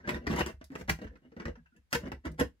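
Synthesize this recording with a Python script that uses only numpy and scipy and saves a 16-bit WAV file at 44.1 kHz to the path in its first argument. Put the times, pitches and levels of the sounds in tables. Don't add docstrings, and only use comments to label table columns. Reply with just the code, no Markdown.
import sys
import numpy as np
from scipy import signal
from scipy.fft import rfft, irfft, next_fast_len
from scipy.io import wavfile
from scipy.ndimage import map_coordinates

SR = 44100
rng = np.random.default_rng(int(sys.argv[2]) if len(sys.argv) > 2 else 0)


def master_out(mix):
    frames = np.transpose(np.atleast_2d(mix))
    ceiling = np.clip(frames, -1, 1)
    pcm = np.round(ceiling * 32767).astype(np.int16)
    wavfile.write(sys.argv[1], SR, pcm)


def nominal_scale(level):
    x = np.asarray(level, float) / 20
    return 10 ** x


N = 114660


def unit(x):
    return x / np.sqrt(np.mean(x ** 2) + 1e-20)


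def peak_one(x):
    return x / np.abs(x).max()


def along(points, hz):
    point_hz, value = np.transpose(points)
    return np.interp(np.log(hz + 1), np.log(point_hz + 1), value)


def filtered(x, response):
    size = next_fast_len(x.shape[-1] + 2048)
    spectrum = rfft(x, size) * response(np.fft.rfftfreq(size, 1 / SR))
    return irfft(spectrum, size)[..., :x.shape[-1]]


def add(track, start_s, x):
    track[round(start_s * SR):][:len(x)] += x


# start_s, level_db, thud_over_snap_db, crack_over_snap_db
FITTING_CONTACTS = [(0.0727, -38.5, -14, -43), (0.0897, -28, -8.5, -30), (0.1019, -38, -15, -7.5),
                    (0.1419, -36, -0.5, -15.5), (0.2677, -27, -0.5, -22), (0.2984, -35, 6.5, -32.5),
                    (0.3194, -39.5, -30.5, -17.5), (0.3592, -36, 1, -2.5), (0.391, -28.5, -24, -6.5),
                    (0.406, -23.5, -4, -16), (0.4606, -33.5, -0.5, -1.5), (0.6105, -50, 1.5, -34),
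                    (0.7524, -33.5, -2, -16.5), (0.8089, -44, 8.5, -7.5), (0.8836, -36, -4.5, -22.5),
                    (0.8934, -23.5, -11.5, -5.5), (0.9866, -48, 2.5, -19), (1.0146, -46, 5.5, -17),
                    (1.0674, -49.5, -39, -25)]
# start_s, level_db, thud_over_snap_db, crack_over_snap_db
PRESSING_CONTACTS = [(1.1541, -59, 3.5, -37), (1.3169, -59.5, 6, -30), (1.3635, -49, 9, -36),
                     (1.3972, -38.5, -3, -32), (1.4203, -56, 9, -28), (1.4526, -33, -2, -19),
                     (1.4759, -54, 4.5, -30), (1.5531, -54, -7.5, -29), (1.659, -63.5, -30.5, -49),
                     (1.7629, -77, -1, 3), (1.9265, -25.5, -14, -0.5), (1.9471, -29.5, -4.5, -2),
                     (2.0683, -45, 8.5, -46), (2.1159, -34.5, 3, -45.5), (2.2522, -39.5, -6.5, -11),
                     (2.2643, -39, -7, -17), (2.3962, -31, -0.5, 0.5), (2.4072, -24.5, -5, -12.5),
                     (2.415, -43, 12, -18.5)]
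# pitch_hz, level_db_per_hz
PANEL_COLOUR = [(300, -8.5), (900, 3), (1300, 2), (1800, 7.5), (3200, -16), (6000, -15), (15000, -76.5)]
# pitch_hz, level_db, t60_s
LID_MODES = [(990, 10, 0.016), (1560, -2, 0.068), (1830, 2, 0.022), (1964, 3, 0.035), (2795, 4, 0.018)]
LID_MODES_DB, LID_RISE_S = -3.5, 1e-4
# pitch_hz, level_db_per_hz
CRACK_COLOUR = [(1500, -7.5), (5000, 3.5), (9000, -3.5), (15000, -7.5)]
CRACK_T60_S = 0.009


def contacts(count=14):
    snap_db, thud_db, crack_db = 3.5, 0.5, 5
    panel_t60_s, chatter_s, lead_s = 0.013, 0.005, 0.02
    first_tick_db, tick_scatter_db, chatter_fade_db, lead_in_db = 10.5, 3.5, 3.5, -10
    out = np.zeros(N + SR)
    is_lead_in = np.arange(count) > 9
    for start_s, level_db, thud_over_db, crack_over_db in list(FITTING_CONTACTS) + list(PRESSING_CONTACTS):
        when = rng.exponential(size=count)
        size = rng.standard_normal(count) * nominal_scale(tick_scatter_db * rng.standard_normal(count))
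        size = size * nominal_scale(-chatter_fade_db * when + lead_in_db * is_lead_in)
        when = when * np.where(is_lead_in, -1, 1)
        when[0], size[0] = 0, nominal_scale(first_tick_db)
        tick_s = np.clip(lead_s + 0.002 + when * chatter_s, 0, 0.06)
        ticks = np.bincount((tick_s * SR).astype(int), size, SR // 16)
        at_s = start_s - lead_s
        add(out, at_s, nominal_scale(level_db + snap_db) * burst(PANEL_COLOUR, ticks, panel_t60_s))
        add(out, at_s, nominal_scale(level_db + crack_over_db + crack_db) * burst(CRACK_COLOUR, ticks, CRACK_T60_S))
        add(out, at_s, nominal_scale(level_db + LID_MODES_DB) * struck(ticks, LID_MODES, LID_RISE_S))
        add(out, at_s, nominal_scale(level_db + thud_over_db + thud_db) * tub(ticks))
    return out[:N]


def burst(colour, ticks, t60_s):
    t = np.arange(SR // 8) / SR
    power = np.abs(signal.fftconvolve(ticks ** 2, nominal_scale(-120 * t / t60_s)))

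    def half_colour(hz):
        return nominal_scale(along(colour, hz) / 2)

    noise = filtered(rng.standard_normal(len(power)), half_colour)
    return peak_one(filtered(noise * np.sqrt(power), half_colour))


def ring(modes, rise_s):
    level_scatter_db, detune = 2.5, 0.025
    t = np.arange(SR // 5) / SR
    pitch_hz, level_db, t60_s = np.transpose(modes)[:, :, None]
    level_luck, pitch_luck = rng.standard_normal((2, len(modes), 1))
    decay = nominal_scale(level_db + level_scatter_db * level_luck - 60 * t / t60_s)
    tone = np.sin(2 * np.pi * pitch_hz * (1 + detune * pitch_luck) * t)
    return peak_one(np.sum(decay * tone, 0) * (1 - np.exp(-t / rise_s)))


def struck(ticks, modes, rise_s):
    return peak_one(signal.fftconvolve(ticks, ring(modes, rise_s)))


# pitch_hz, level_db, t60_s
TUB_MODES = [(160, -19.5, 0.11), (208.3, 0, 0.034), (238.3, -1.5, 0.038), (270.8, 4, 0.027),
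             (329, -3.5, 0.034), (470.6, -1, 0.036), (576.6, -8.5, 0.037), (640, -23.5, 0.033)]
# pitch_hz, level_db_per_hz
WALL_COLOUR = [(100, -15.5), (160, 6), (280, 6.5), (480, 1.5), (750, -7), (1200, -51)]


def tub(ticks):
    walls_db, walls_t60_s, thud_rise_s = -1.5, 0.045, 0.0022
    rush = burst(WALL_COLOUR, ticks, walls_t60_s)
    return struck(ticks, TUB_MODES, thud_rise_s)[:len(rush)] + nominal_scale(walls_db) * rush


# start_s, length_s, pressure_db, tub_weight_db, grit_db
RUB_STROKES = [(0.018, 0.063, -60.5, 6, -37), (0.033, 0.13, -41.5, 0.5, -23), (0.117, 0.08, -47, 5, -18),
               (0.185, 0.095, -63, 10, -28), (0.274, 0.1, -42, 4, -12), (0.331, 0.11, -38.5, 1.5, -7),
               (0.448, 0.08, -51, 2, -7), (0.689, 0.085, -61.5, 8.5, -12), (0.754, 0.085, -59.5, 5, -2),
               (0.878, 0.028, -38.5, 1.5, -17), (0.971, 0.12, -54.5, 5, -20), (1.072, 0.12, -76, 12.5, -29),
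               (1.184, 0.13, -72.5, 8.5, -26), (1.348, 0.13, -57.5, 5.5, -19), (1.44, 0.072, -47.5, 4, -22),
               (1.542, 0.06, -77.5, 10, -29), (1.719, 0.1, -81.5, 6.5, -26),
               (1.898, 0.031, -71.5, -26, 7.5), (1.926, 0.041, -37.5, -0.5, -7), (1.95, 0.2, -53, 7, -18),
               (2.232, 0.054, -47, 2.5, -19), (2.296, 0.077, -77.5, 15.5, -20),
               (2.373, 0.057, -37.5, 1, -13)]


def rubbing():
    slips_per_s, slip_scatter_db, slip_t60_s, crest_db = 1800, 3, 0.0052, 10
    out, t = np.zeros(N + SR), np.arange(SR // 4) / SR
    for start_s, length_s, pressure_db, tub_weight_db, grit_db in RUB_STROKES:
        chance, direction, size = rng.random((3, len(t)))
        swell = np.sin(np.pi * np.clip(t / length_s, 0, 1)) ** 3
        slips = swell * (chance < slips_per_s / SR) * np.sign(direction - 0.5)
        slips = slips * nominal_scale(-slip_scatter_db * np.log(size + 0.00048))
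        level_db = pressure_db + crest_db
        add(out, start_s, nominal_scale(level_db) * burst(PANEL_COLOUR, slips, slip_t60_s))
        add(out, start_s, nominal_scale(level_db + grit_db) * burst(CRACK_COLOUR, slips, slip_t60_s))
        add(out, start_s, nominal_scale(level_db + LID_MODES_DB) * struck(slips, LID_MODES, LID_RISE_S))
        add(out, start_s, nominal_scale(level_db + tub_weight_db) * tub(slips))
    return out[:N]


# start_s, level_db, pitch_hz, t60_s
CLEAR_NOTES = [(0.041, -49, 1610, 0.11), (0.271, -21.5, 294, 0.1), (.272, -33.5, 657, 0.059),
               (0.075, -33, 1780, 0.035), (.14, -49, 3640, .05), (.394, -34, 6500, 0.014),
               (.411, -32, 2803, 0.035), (.612, -44.5, 634, 0.049), (0.701, -29, 270, 0.047),
               (0.704, -37, 146, 0.055), (0.901, -16, 160, 0.078), (1.074, -71, 2750, 0.051),
               (1.1, -59, 1730, 0.051), (1.157, -67, 1585, 0.11), (1.254, -44, 256, 0.091),
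               (1.318, -51, 461, 0.15), (1.453, -42, 1974, 0.058), (1.554, -62, 2700, 0.036),
               (1.572, -43.5, 238, 0.06), (1.591, -46, 160, 0.096), (1.575, -65.5, 1660, 0.15),
               (1.658, -51.5, 1560, 0.029), (1.664, -63.5, 2680, 0.028), (1.721, -69.5, 1440, 0.087),
               (1.722, -55, 249, 0.058), (1.761, -63.5, 2690, 0.052), (1.762, -60.5, 1720, .04),
               (1.761, -47.5, 209, 0.065), (1.947, -26.5, 473, 0.11), (1.93, -33.5, 283, 0.092),
               (2.029, -27.5, 215, 0.11), (2.126, -40, 242, .07), (2.261, -31.5, 218.6, 0.11),
               (2.289, -36, 160, 0.18), (2.41, -15.5, 290, 0.023), (2.411, -21, 466, 0.032),
               (2.42, -31, 608, .04)]


def notes():
    flutter_depth_db, flutter_per_s = 3, 150
    out, t = np.zeros(N + SR), np.arange(SR // 5) / SR
    for start_s, level_db, pitch_hz, t60_s in CLEAR_NOTES:
        wander = map_coordinates(rng.standard_normal(64), [t * flutter_per_s])
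        flutter_db = flutter_depth_db * wander * np.minimum(pitch_hz / 1000, 1)
        tone = np.sin(2 * np.pi * pitch_hz * t) * (1 - np.exp(-t * pitch_hz / 2))
        add(out, start_s, nominal_scale(level_db + flutter_db - 60 * t / t60_s) * tone)
    return out[:N]


# start_s, level_db, pitch_hz
RIM_EDGES = [(0.0756, -30, 1870), (0.089, -28, 2120), (0.0921, -16, 1820), (.1028, -34, 1860),
             (0.2691, -26, 1970), (0.312, -29.5, 2950), (0.4067, -22.5, 2000), (.4125, -31.5, 2830),
             (0.4603, -34, 3000), (0.6143, -50.5, 3100), (0.7037, -47, 1780), (0.7532, -35.5, 2600),
             (0.8116, -39, 1690), (.8985, -21, 2320), (1.0145, -47, 1830), (1.0437, -46, 1900),
             (1.1554, -60, 2540), (1.3975, -49, 2760), (1.928, -18, 2550), (1.9286, -23.5, 2300),
             (1.9487, -29.5, 617), (1.953, -29, 3900), (2.1178, -43.5, 1970), (2.2535, -39, 2080),
             (2.3992, -29, 2430)]


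def edges():
    t60_cycles, spike_db = 11, -9
    out, t = np.zeros(N + SR), np.arange(SR // 30) / SR
    spike = nominal_scale(spike_db) * np.exp(-t * SR / 2)
    for start_s, level_db, pitch_hz in RIM_EDGES:
        cycles = nominal_scale(-60 * t * pitch_hz / t60_cycles) * np.sin(2 * np.pi * pitch_hz * t)
        add(out, start_s, nominal_scale(level_db) * (cycles - spike))
    return out[:N]


# start_s, level_db
HINGE_TICKS = [
    (.642, -45),
    (1.765, -59),
    (2.118, -43),
    (2.316, -52),
]


def hinge():
    out = np.zeros(N + SR)
    for start_s, level_db in HINGE_TICKS:
        add(out, start_s, nominal_scale(level_db) * burst(CRACK_COLOUR, np.array([1, 0, 0.5]), CRACK_T60_S))
    return out[:N]


# start_s, level_db
BENCH_BUMPS = [(0.004, -50), (0.068, -39), (0.141, -30), (0.269, -27), (0.322, -25), (0.413, -27),
               (0.535, -37.5), (0.63, -45.5), (0.749, -47.5), (0.821, -38), (0.888, -25), (1.048, -33),
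               (1.108, -55), (1.277, -57), (1.369, -44), (1.455, -28), (1.617, -54), (1.786, -53.5),
               (1.951, -33), (2.038, -35.5), (2.129, -34.5), (2.263, -29), (2.311, -45), (2.408, -26),
               (2.441, -34.5)]
# pitch_hz, level_db, t60_s
BENCH_MODES = [(50.05, -2.5, 0.27), (67.66, 8.5, .17), (82.5, -3.5, 0.17)]


def bumps():
    bump_db, rise_s = -1.5, 0.016
    out = np.zeros(N + SR)
    for start_s, level_db in BENCH_BUMPS:
        add(out, start_s, nominal_scale(level_db + bump_db) * ring(BENCH_MODES, rise_s))
    return out[:N]


def leftover():
    level_db, t60_s = -54, 0.16
    tail = burst(PANEL_COLOUR, np.ones(1), t60_s) + burst(WALL_COLOUR, np.ones(1), t60_s)
    return nominal_scale(level_db) * np.pad(tail, (0, N - len(tail)))


def near_echoes(x, count=8, stretches=40):
    level_db, longest_s, low_hz = 0, 0.008, 400
    echo, step = np.zeros((2, N + SR)), -(-N // stretches)
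    for k in range(stretches):
        taps = []
        for _ in range(2):
            delay = (rng.uniform(0.1, 1, count) * longest_s * SR).astype(int)
            taps.append(np.bincount(delay, rng.standard_normal(count), SR // 50))
        taps = np.array(taps) / np.sqrt(count)
        part = signal.fftconvolve(x[None, k * step:(k + 1) * step], taps, axes=1)
        echo[:, k * step:][:, :part.shape[1]] += part
    return nominal_scale(level_db) * filtered(echo[:, :N], lambda hz: hz ** 2 / (hz ** 2 + low_hz ** 2))


# pitch_hz, t60_s
ROOM_DECAY = [(80, 0.28), (200, 0.14), (500, 0.13), (3000, 0.15), (12000, 0.15)]


def room(x, stretches=9):
    level_db, delay_samples, side_low_hz = -1.5, 180, 350
    out, step = np.zeros((2, N + SR)), -(-N // stretches)
    for k in range(stretches):
        hz, t, z = signal.stft(rng.standard_normal((2, SR // 3)), SR, nperseg=256)
        decay = nominal_scale(-60 * t / along(ROOM_DECAY, hz)[:, None])
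        mid, side = signal.istft(z * decay, SR, nperseg=256)[1]
        side = filtered(side, lambda f: f ** 2 / (f ** 2 + side_low_hz ** 2))
        tail = np.array([mid + side, mid - side])
        tail = tail / np.linalg.norm(tail[0])
        wet = signal.fftconvolve(x[None, k * step:(k + 1) * step], tail, axes=1)
        out[:, k * step + delay_samples:][:, :wet.shape[1]] += wet
    return nominal_scale(level_db) * out[:, :N]


# pitch_hz, level_db_per_hz
HISS_COLOUR = [(18, -32.5), (30, 3.5), (87, -1), (136, -15.5), (1060, -29.5), (1600, -26), (15000, -44)]


def hiss():
    level_db = -73
    noise = filtered(rng.standard_normal((2, N)), lambda hz: nominal_scale(along(HISS_COLOUR, hz)))
    return nominal_scale(level_db) * unit(noise)


def scene():
    delay_s = np.array([[0], [0.0002638]])
    plastic = contacts() + rubbing() + notes() + edges() + hinge() + leftover()
    direct = np.array([plastic + bumps()] * 2)
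    direct = filtered(direct, lambda hz: np.exp(-2j * np.pi * hz * delay_s))
    return direct + near_echoes(plastic) + room(plastic) + hiss()


def top_cut(x):
    return signal.sosfilt(signal.butter(12, 16660, fs=SR, output="sos"), x)


def record(dry):
    low_hz, top_hz = 45.3, 15700

    def response(hz):
        bass_cut = (1j * hz / (low_hz + 1j * hz)) ** 2
        return bass_cut / (1 + (hz / top_hz) ** 80)

    return top_cut(filtered(dry, response))


dry = scene()
out = record(dry)
master_out(out)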